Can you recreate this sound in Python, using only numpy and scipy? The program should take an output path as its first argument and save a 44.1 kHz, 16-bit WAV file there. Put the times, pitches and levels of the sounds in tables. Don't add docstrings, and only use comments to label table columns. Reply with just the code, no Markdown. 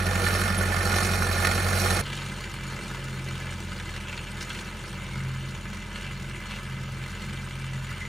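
import sys
import numpy as np
from scipy import signal
from scipy.fft import rfft, irfft, next_fast_len
from scipy.io import wavfile
from scipy.ndimage import uniform_filter1d, map_coordinates

SR = 44100
rng = np.random.default_rng(int(sys.argv[2]) if len(sys.argv) > 2 else 0)


def write(x):
    x = np.atleast_2d(x).T
    wavfile.write(sys.argv[1], SR, np.round(np.clip(x, -1, 1) * 32767).astype(np.int16))

N = 356328
TIME = np.arange(N) / SR
SIZE = next_fast_len(N + SR // 2)
HZ = np.fft.rfftfreq(SIZE, 1 / SR)
VIEW_CUT_S = 2.014
TOP_HZ = 15650

# [time_s, firings_per_s]
ENGINE_SPEED = [(0, 45.5), (.42, 46.3), (.75, 45.35), (1.05, 46.2), (1.37, 44.4), (1.6, 46.15),
                (2.3, 45.65), (2.55, 44.4), (3.65, 44.0), (3.9, 42.1), (4.3, 42.25), (4.6, 43.8),
                (5.5, 44.2), (5.85, 43.65), (6.15, 45.0), (6.42, 43.4), (6.65, 44.4), (7, 44.0),
                (7.35, 45.0), (8.08, 43.6)]
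# [multiple of the firing rate, level_db (rms)]
HIGH_ORDERS = [(1, -36.5), (1.25, -51), (1.75, -42), (2, -28.5), (2.25, -52), (3, -44.5), (3.25, -46.5),
               (3.75, -44.5), (4, -41.5), (4.25, -40.5), (4.75, -47), (7.75, -61)]
LOW_ORDERS = [(1, -43), (1.25, -60), (1.75, -56.5), (2.5, -73), (2.75, -58.5), (3.75, -73), (4, -56),
              (4.25, -48.5), (4.75, -49.5), (5, -62), (7.75, -66.5)]
# [pitch_hz, relative level_db]
HIGH_RUMBLE = [(25, -22), (45, -30), (70, -12), (100, -6), (150, -12.5), (195, -3.5), (235, -4.5),
               (290, -29), (450, -50)]
LOW_RUMBLE = [(25, -24), (45, -7), (70, -5), (120, 5), (155, 1), (195, -1.5), (220, -2), (260, -17),
              (400, -21)]
# [pitch_hz, width_hz, relative level_db]
HIGH_MODES = [(358, 27, -6.5), (492, 27, -6.5), (820, 50, -5.5), (1236, 250, -6.5), (1430, 51, 0),
              (1772, 55, 0), (2128, 97, -7.5), (2454, 180, -10), (3024, 148, -15.5), (3207, 21, -11.5),
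              (3570, 110, -14.5), (4004, 110, -12.5), (4324, 150, -13.5), (5250, 50, -16),
              (5710, 220, -18.5), (6340, 21, -17), (7120, 47, -17.5), (8200, 65, -27), (8640, 77, -16),
              (9460, 70, -20), (10260, 140, -18)]
LOW_MODES = [(348.5, 87, -5.5), (496, 29, -11.5), (577, 30, -8.5), (967, 155, -4), (1281, 71, -2),
             (1448, 28, -0.5), (1560, 60, -2.5), (1720, 52, -2), (2053, 66, 0), (2334, 83, -2.5),
             (2690, 43, -2.5), (2890, 85, -6), (3050, 21, -4), (3680, 18, -6), (4282, 14, -6),
             (5100, 22, -25), (5980, 23, -17), (5880, 23, -17.5), (6927, 47, -13), (8440, 32, -15),
             (8650, 61, -20.5), (9200, 180, -26), (10140, 130, -26), (11040, 41, -30)]
# [pitch_hz, relative level_db]
HIGH_BASE = [(250, -15.5), (700, -9.5), (1900, -42), (3300, -31), (5000, -24), (8000, -30), (11000, -26),
             (15000, -41)]
LOW_BASE = [(250, -5.5), (700, -72), (1900, -40), (3300, -10.5), (5000, -24), (8000, -28.5), (11000, -35),
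            (15000, -68)]
# [pitch_hz, likeness (1 = the same)]
HIGH_ALIKE = [(250, 0.9), (700, 1), (1400, 0.64), (2400, 0.89), (3000, 0.43), (5000, 0.84), (6500, 0.96),
              (7600, 0.97), (8500, 0.84), (9500, 0.99)]
LOW_ALIKE = [(300, 0.93), (600, 0.94), (1400, 0.9), (3000, 0.9), (5200, 0.83), (7000, 0.97), (10000, 1)]
# [pitch_hz, difference_db]
HIGH_BALANCE = [(100, -.5), (135, -1.5), (250, -1), (550, -2), (1000, -8.5), (1500, -8.5), (2300, -2.5),
                (3000, -4.5), (4500, -4.5), (5400, -1), (7600, 0), (8600, -3.5), (13000, -6.5)]
LOW_BALANCE = [(220, 0), (280, .5), (1000, -1.5), (1500, -.7), (2500, -.3), (4200, 1), (5400, 2.3),
               (6800, 0)]
# [pitch_hz, lead_rad]
HIGH_LEAD = [(50, -0.32), (200, -0.18), (500, -0.45), (850, -1.17), (1150, 0.063), (1400, -0.51),
             (1700, 0.57), (2800, -0.45), (3400, 0.43), (4300, -0.69), (5000, 1.6), (6000, 0)]
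LOW_LEAD = [(45, -0.23), (100, -0.043), (220, -0.13), (320, -0.072), (800, -0.14), (1100, .15), (3600, .18),
            (6000, 0)]
# [start_s, relative level_db, typical pitch_hz]
KNOCKS = [(0.0678, -17, 1770), (0.1554, -20, 1726), (0.2433, -27, 1730), (0.393, -19, 1800),
          (0.764, -16, 1730), (0.9648, -19, 1480), (0.984, -11.5, 1440), (1.4482, -9, 1430),
          (1.4704, -6.5, 1770), (1.5125, -13, 1800), (1.7295, -13.5, 1770), (2.063, -24.5, 3010),
          (2.1291, -24.5, 2350), (2.174, -27, 2350), (2.2174, -24, 1540), (2.2616, -27, 2070),
          (2.4389, -26, 2650), (2.7072, -28.5, 1460), (3.523, -27, 2050), (3.7983, -23.5, 1950),
          (3.8906, -28, 2650), (3.9384, -26, 1960), (3.962, -24.5, 2300), (4.0821, -29, 2340),
          (4.127, -25.5, 2650), (4.1758, -24, 2360), (4.2687, -31, 2340), (4.4084, -25, 3000),
          (4.5022, -23.5, 1535), (4.5481, -23.5, 2350), (4.5884, -27.5, 2900), (5.5478, -28, 2370),
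          (5.7294, -29, 1710), (5.8224, -31, 1990), (5.9135, -33, 1390), (5.9576, -26.5, 2000),
          (6.0464, -29, 2870), (6.361, -30.5, 1980), (6.4552, -34, 1460), (6.5086, -26.5, 2800)]
# [start_s, length_s, pitch_hz, relative width_hz, relative level_db]
CHATTER = [(.575, 0.022, 10400, 500, -34), (2.027, 0.2, 3030, 700, -43.5), (2.378, .055, 4700, 130, -51),
           (3.95, 0.32, 2710, 600, -46), (4.405, 0.034, 5450, 2500, -41.5), (4.95, 0.3, 2170, 150, -47),
           (5.932, 0.2, 2800, 500, -44.5), (6.02, 0.056, 4530, 250, -52), (6.483, 0.1, 2750, 350, -42.5),
           (7.688, 0.12, 1990, 150, -46), (7.86, 0.26, 2050, 170, -43.5)]
# [middle_s, length_s, level_db (rms)]
BOOMS = [(2.1, .7, -40), (2.693, .35, -40), (3.226, 0.77, -35.5), (5.31, 0.56, -33.5), (6.182, .45, -40),
         (6.854, .62, -36), (7.387, 0.52, -41), (7.737, 0.54, -34.5)]
# [time_s, level_db (rms)]
HUM = [(2.3, -43.5), (2.85, -47), (3.5, -39.5), (4.65, -46), (5.3, -41), (6, -45.5), (8.08, -42)]
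# level_db of [thud, clatter, scrape], before jolts
HIGH_GEAR_DB = [-35.3, -31.5, -38.6]
LOW_GEAR_DB = [-46, -41.5, -48]
# db_per_s of [thud, clatter, scrape]
HIGH_DRIFT_DB_PER_S = [.7, 0.48, 2.03]
LOW_DRIFT_DB_PER_S = [-0.87, -0.2342, -0.6]
# [middle_s, length_s, change_db before sharing]
JOLTS = [(0.328, 0.47, 3.5), (0.982, 0.5, 3), (1.45, 0.3, 2), (1.855, 0.39, 3.5), (2.204, 0.29, 1.3),
         (2.88, 0.53, 2), (3.386, 0.28, 1.5), (4.51, 0.54, 2.5), (5.802, 2.4, -1.5), (6.037, 0.27, 2.5),
         (6.54, .22, 3), (6.857, 0.35, -2), (7.199, 0.62, 1.5), (7.98, 0.69, 2)]
JOLT_SHARE = [.45, 0.75, 1.04]

BOOM_ROUND, BOOM_REST_DB = 0.96, -46
TAP_SHARE, TAP_SPREAD_DB, TAP_HZ = 0.4, 1, 2000


def amp(db):
    return 10 ** (np.asarray(db) / 20)


def unit(x):
    return x / np.sqrt(np.mean(x ** 2) + 1e-20)


def unit_norm(response):
    return np.sqrt(np.mean(abs(response) ** 2))


def along(points):
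    hz, value = np.transpose(points)
    return np.interp(np.log(HZ + 1), np.log(hz + 1), value)


def curves(rows):
    s, *columns = np.transpose(rows)
    return [np.interp(TIME, s, column) for column in columns]


def arch(middle, length):
    return np.cos(np.pi * np.clip((TIME - middle) / length, -.5, .5))


def wobble(rate):
    points = rng.standard_normal(int(N * rate / SR) + 4)
    return map_coordinates(points, [TIME * rate])


def filtered(x, response):
    return irfft(rfft(x, SIZE) * response, SIZE)[..., :N]


def below(edge_hz):
    return 1 / (1 + (HZ / edge_hz) ** 16)


def resonance(hz, width_hz):
    return 1j * HZ * width_hz / (hz ** 2 - HZ ** 2 + 1j * HZ * width_hz)


def body(modes, base, low_hz):
    power = amp(along(base)) ** 2
    for hz, width, db in modes:
        power = power + abs(amp(db) * resonance(hz, width)) ** 2
    gain = np.sqrt(power) * (1 - below(low_hz))
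    cepstrum = irfft(np.log(gain + 1e-4), SIZE)
    cepstrum[1:SIZE // 2] *= 2
    cepstrum[SIZE // 2 + 1:] = 0
    return np.exp(rfft(cepstrum))


def ring(force, response, alike, patchy_db):
    noise = signal.stft(rng.standard_normal((2, N)), nperseg=256)[2]
    field = uniform_filter1d(rng.standard_normal(noise.shape[1:]), size=6, axis=0)
    field = uniform_filter1d(field, size=7, axis=1)
    patchy_noise = noise * amp(patchy_db * unit(field))
    contact = unit(signal.istft(patchy_noise, nperseg=256)[1][:, :N])
    turn = np.arccos(np.clip(along(alike), 0, 1)) / 2
    spread = np.array([np.cos(turn), np.sin(turn)])
    mid, side = filtered(force * contact, response / unit_norm(response) * spread)
    return np.array([mid + side, mid - side])


def blows(times, sizes, rise, t60):
    t = np.arange(SR // 5) / SR
    shape = (1 - np.exp(-t / rise)) * amp(-60 * t / t60)
    starts = np.clip(times * SR, 0, N).astype(int)
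    train = np.bincount(starts, sizes ** 2, N + 1)
    energy = signal.fftconvolve(train, (shape / shape.max()) ** 2)[:N]
    return np.sqrt(abs(energy))


def ports(pair, balance, lead):
    sides = np.array([[.5], [-.5]])
    lean = amp(sides * along(balance))
    phase = np.exp(1j * sides * along(lead))
    return filtered(pair, lean / lean.mean(axis=0) * phase)


def soil_hiss(level_db):
    colour = along([(2000, -16), (6000, 3), (10000, -15), (15000, -12)])
    return amp(level_db) * unit(filtered(rng.standard_normal(N), amp(colour)))


def rumble(spectrum, level_db, patchy_db):
    noise = filtered(rng.standard_normal(N), amp(along(spectrum)) * below(720))
    return amp(level_db) * unit(noise * amp(patchy_db * wobble(12)))


def boom(firings, order, level_db, drift):
    phase = 2 * np.pi * order * firings + drift * wobble(12)
    return amp(level_db) * unit(np.sin(phase))


def boom_level():
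    energy = amp(BOOM_REST_DB) ** 2
    for middle, length, db in BOOMS:
        swell = amp(db) * abs(arch(middle, length)) ** BOOM_ROUND
        energy = energy + swell ** 2
    return 10 * np.log10(energy)


def chatter(firings, level_db):
    force = diesel_force(firings, [0, 0, 0, 0], rebound_db=-5, scatter_db=2.5, steady_db=-20, t60=0.087)
    out = np.zeros(N)
    for start, length, hz, width_hz, db in CHATTER:
        progress = np.clip((TIME - start) / length, 0, 1)
        swell = np.sqrt(abs(np.sin(np.pi * progress)))
        rung = filtered(force * rng.standard_normal(N), resonance(hz, 1.14 * width_hz) ** 2)
        out += amp(db + level_db) * swell * unit(rung)
    return out


def taps(firings, tap_db):
    cycles = np.arange(1, firings[-1], 4)
    luck, size, pitch = rng.standard_normal((len(cycles), 3)).T
    times = np.interp(cycles, firings, TIME)
    rows = np.column_stack([times, tap_db + TAP_SPREAD_DB * size, TAP_HZ * np.exp(.2 * pitch)])
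    return rows[luck < np.quantile(luck, TAP_SHARE)]


def knocks(voice, light, level_db, ping_db, bright_db, t60, ping_t60):
    rows = np.vstack([KNOCKS, light])
    times, db, _ = rows.T
    t = np.arange(SR // 8) / SR
    pings = np.zeros(N + SR)
    for s, knock_db, hz in rows:
        partials = np.clip(hz * np.exp(.3 * rng.standard_normal((8, 1))), 900, 12000)
        ping = np.sin(2 * np.pi * (partials * t + rng.random((8, 1)))).mean(axis=0)
        fade = amp(knock_db + ping_db - 60 * t / ping_t60) * (1 - np.exp(-t / 0.00072))
        pings[int(s * SR):][:len(t)] += fade * ping
    response, alike = voice
    hard = amp(along([(400, -7), (1400, 1), (2500, bright_db / 2), (7000, bright_db), (14000, -2)]))
    force = blows(times, amp(db + level_db), 0.00035, t60)
    return ring(force, response * hard, alike, patchy_db=2.5) + pings[:N]


def grit_force(rate, spread_db, t60):
    chance = rng.random((int(rate * N / SR), 2))
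    sizes = amp(spread_db * np.minimum(-np.log(1 - chance[:, 1]), 4))
    return unit(blows(chance[:, 0] * N / SR, sizes, 0.00071, t60))


def gear_levels(start, gear_db, drift_db_per_s):
    jolt_db = sum(db * arch(middle, length) ** 2 for middle, length, db in JOLTS)
    parts = zip(gear_db, drift_db_per_s, JOLT_SHARE)
    return [db + drift * (TIME - start) + share * jolt_db for db, drift, share in parts]


def running_gear(engine, grit, voice, levels, grit_share, patchy_db):
    engine = unit(engine)
    scrape_force = np.sqrt((1 - grit_share) * engine ** 2 + grit_share * grit ** 2)
    roar = ring(engine ** 0.68, *voice, patchy_db=1.04)
    clatter = ring(engine, *voice, patchy_db=1.33)
    scrape = ring(scrape_force, *voice, patchy_db)
    low, high = below(900), below(3800)
    bands = [filtered(roar, low), filtered(clatter, high - low), filtered(scrape, 1 - high)]
    return sum(amp(db) * unit(band) for db, band in zip(levels, bands))


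def diesel_force(firings, cylinder_db, rebound_db, scatter_db, steady_db, t60):
    beats = np.arange(int(2 * firings[-1]))
    chance = rng.standard_normal((len(beats), 2))
    times = np.interp(beats / 2, firings, TIME) + 0.00077 * chance[:, 0]
    cylinder = beats // 2 % len(cylinder_db)
    db = np.array(cylinder_db)[cylinder] + rebound_db * (beats % 2) + scatter_db * chance[:, 1]
    return np.hypot(blows(times, amp(db), 0.00065, t60), amp(steady_db))


def drone(firings, orders, waver_db, drift):
    out = np.zeros(N)
    for order, db in orders:
        loose = 1 if order in (1, 2) else 3
        phase = 2 * np.pi * (order * firings + rng.random()) + drift * loose * wobble(14)
        out += amp(db) * unit(amp(waver_db * loose * wobble(11)) * np.sin(phase))
    return out


def high_view(firings):
    voice = body(HIGH_MODES, HIGH_BASE, low_hz=255), HIGH_ALIKE
    engine = diesel_force(firings, [0.94, -1.6, -1.3, 0.51], rebound_db=-17.5, scatter_db=2.2,
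                          steady_db=-3.5, t60=0.056)
    grit = grit_force(rate=120, spread_db=1.5, t60=0.037)
    levels = gear_levels(0, HIGH_GEAR_DB, HIGH_DRIFT_DB_PER_S)
    gear = running_gear(engine, grit, voice, levels, grit_share=0.29, patchy_db=2.0)
    bass = drone(firings, HIGH_ORDERS, waver_db=0.6, drift=0.065)
    bass += rumble(HIGH_RUMBLE, level_db=-39.5, patchy_db=-0.5)
    light = taps(firings, tap_db=-22)
    steel = knocks(voice, light, level_db=-10, ping_db=-3, bright_db=2, t60=.035, ping_t60=.04)
    return ports(gear + steel + bass, HIGH_BALANCE, HIGH_LEAD)


def low_view(firings):
    hollow = 1 - 0.64 * resonance(hz=713, width_hz=100)
    voice = body(LOW_MODES, LOW_BASE, low_hz=262) * hollow, LOW_ALIKE
    engine = diesel_force(firings, [2, -1.5, 1.5, -1], rebound_db=-3, scatter_db=1.5,
                          steady_db=-3, t60=.035)
    grit = grit_force(rate=100, spread_db=2.5, t60=0.035)
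    levels = gear_levels(VIEW_CUT_S, LOW_GEAR_DB, LOW_DRIFT_DB_PER_S)
    gear = running_gear(engine, grit, voice, levels, grit_share=0.36, patchy_db=2.0)
    bass = drone(firings, LOW_ORDERS, waver_db=1, drift=.09)
    bass += rumble(LOW_RUMBLE, level_db=-44.5, patchy_db=0)
    hum_db, = curves(HUM)
    cab = boom(firings, order=2, level_db=hum_db, drift=0.11)
    cab += boom(firings, order=3, level_db=boom_level(), drift=0.11)
    light = taps(firings, tap_db=-33.5)
    steel = knocks(voice, light, level_db=-9.3, ping_db=0, bright_db=8, t60=.05, ping_t60=.07)
    return ports(gear + steel + bass + cab + soil_hiss(level_db=-63.0), LOW_BALANCE, LOW_LEAD)


def scene():
    speed, = curves(ENGINE_SPEED)
    firings = np.cumsum(speed) / SR
    fade = np.clip((TIME - VIEW_CUT_S) / 0.0074 + .5, 0, 1)
    views = (1 - fade) * high_view(firings) + fade * low_view(firings)
    return views + chatter(firings, level_db=-0.5)


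def record(dry):
    return filtered(dry, HZ < TOP_HZ)


dry = scene()
out = record(dry)
write(out)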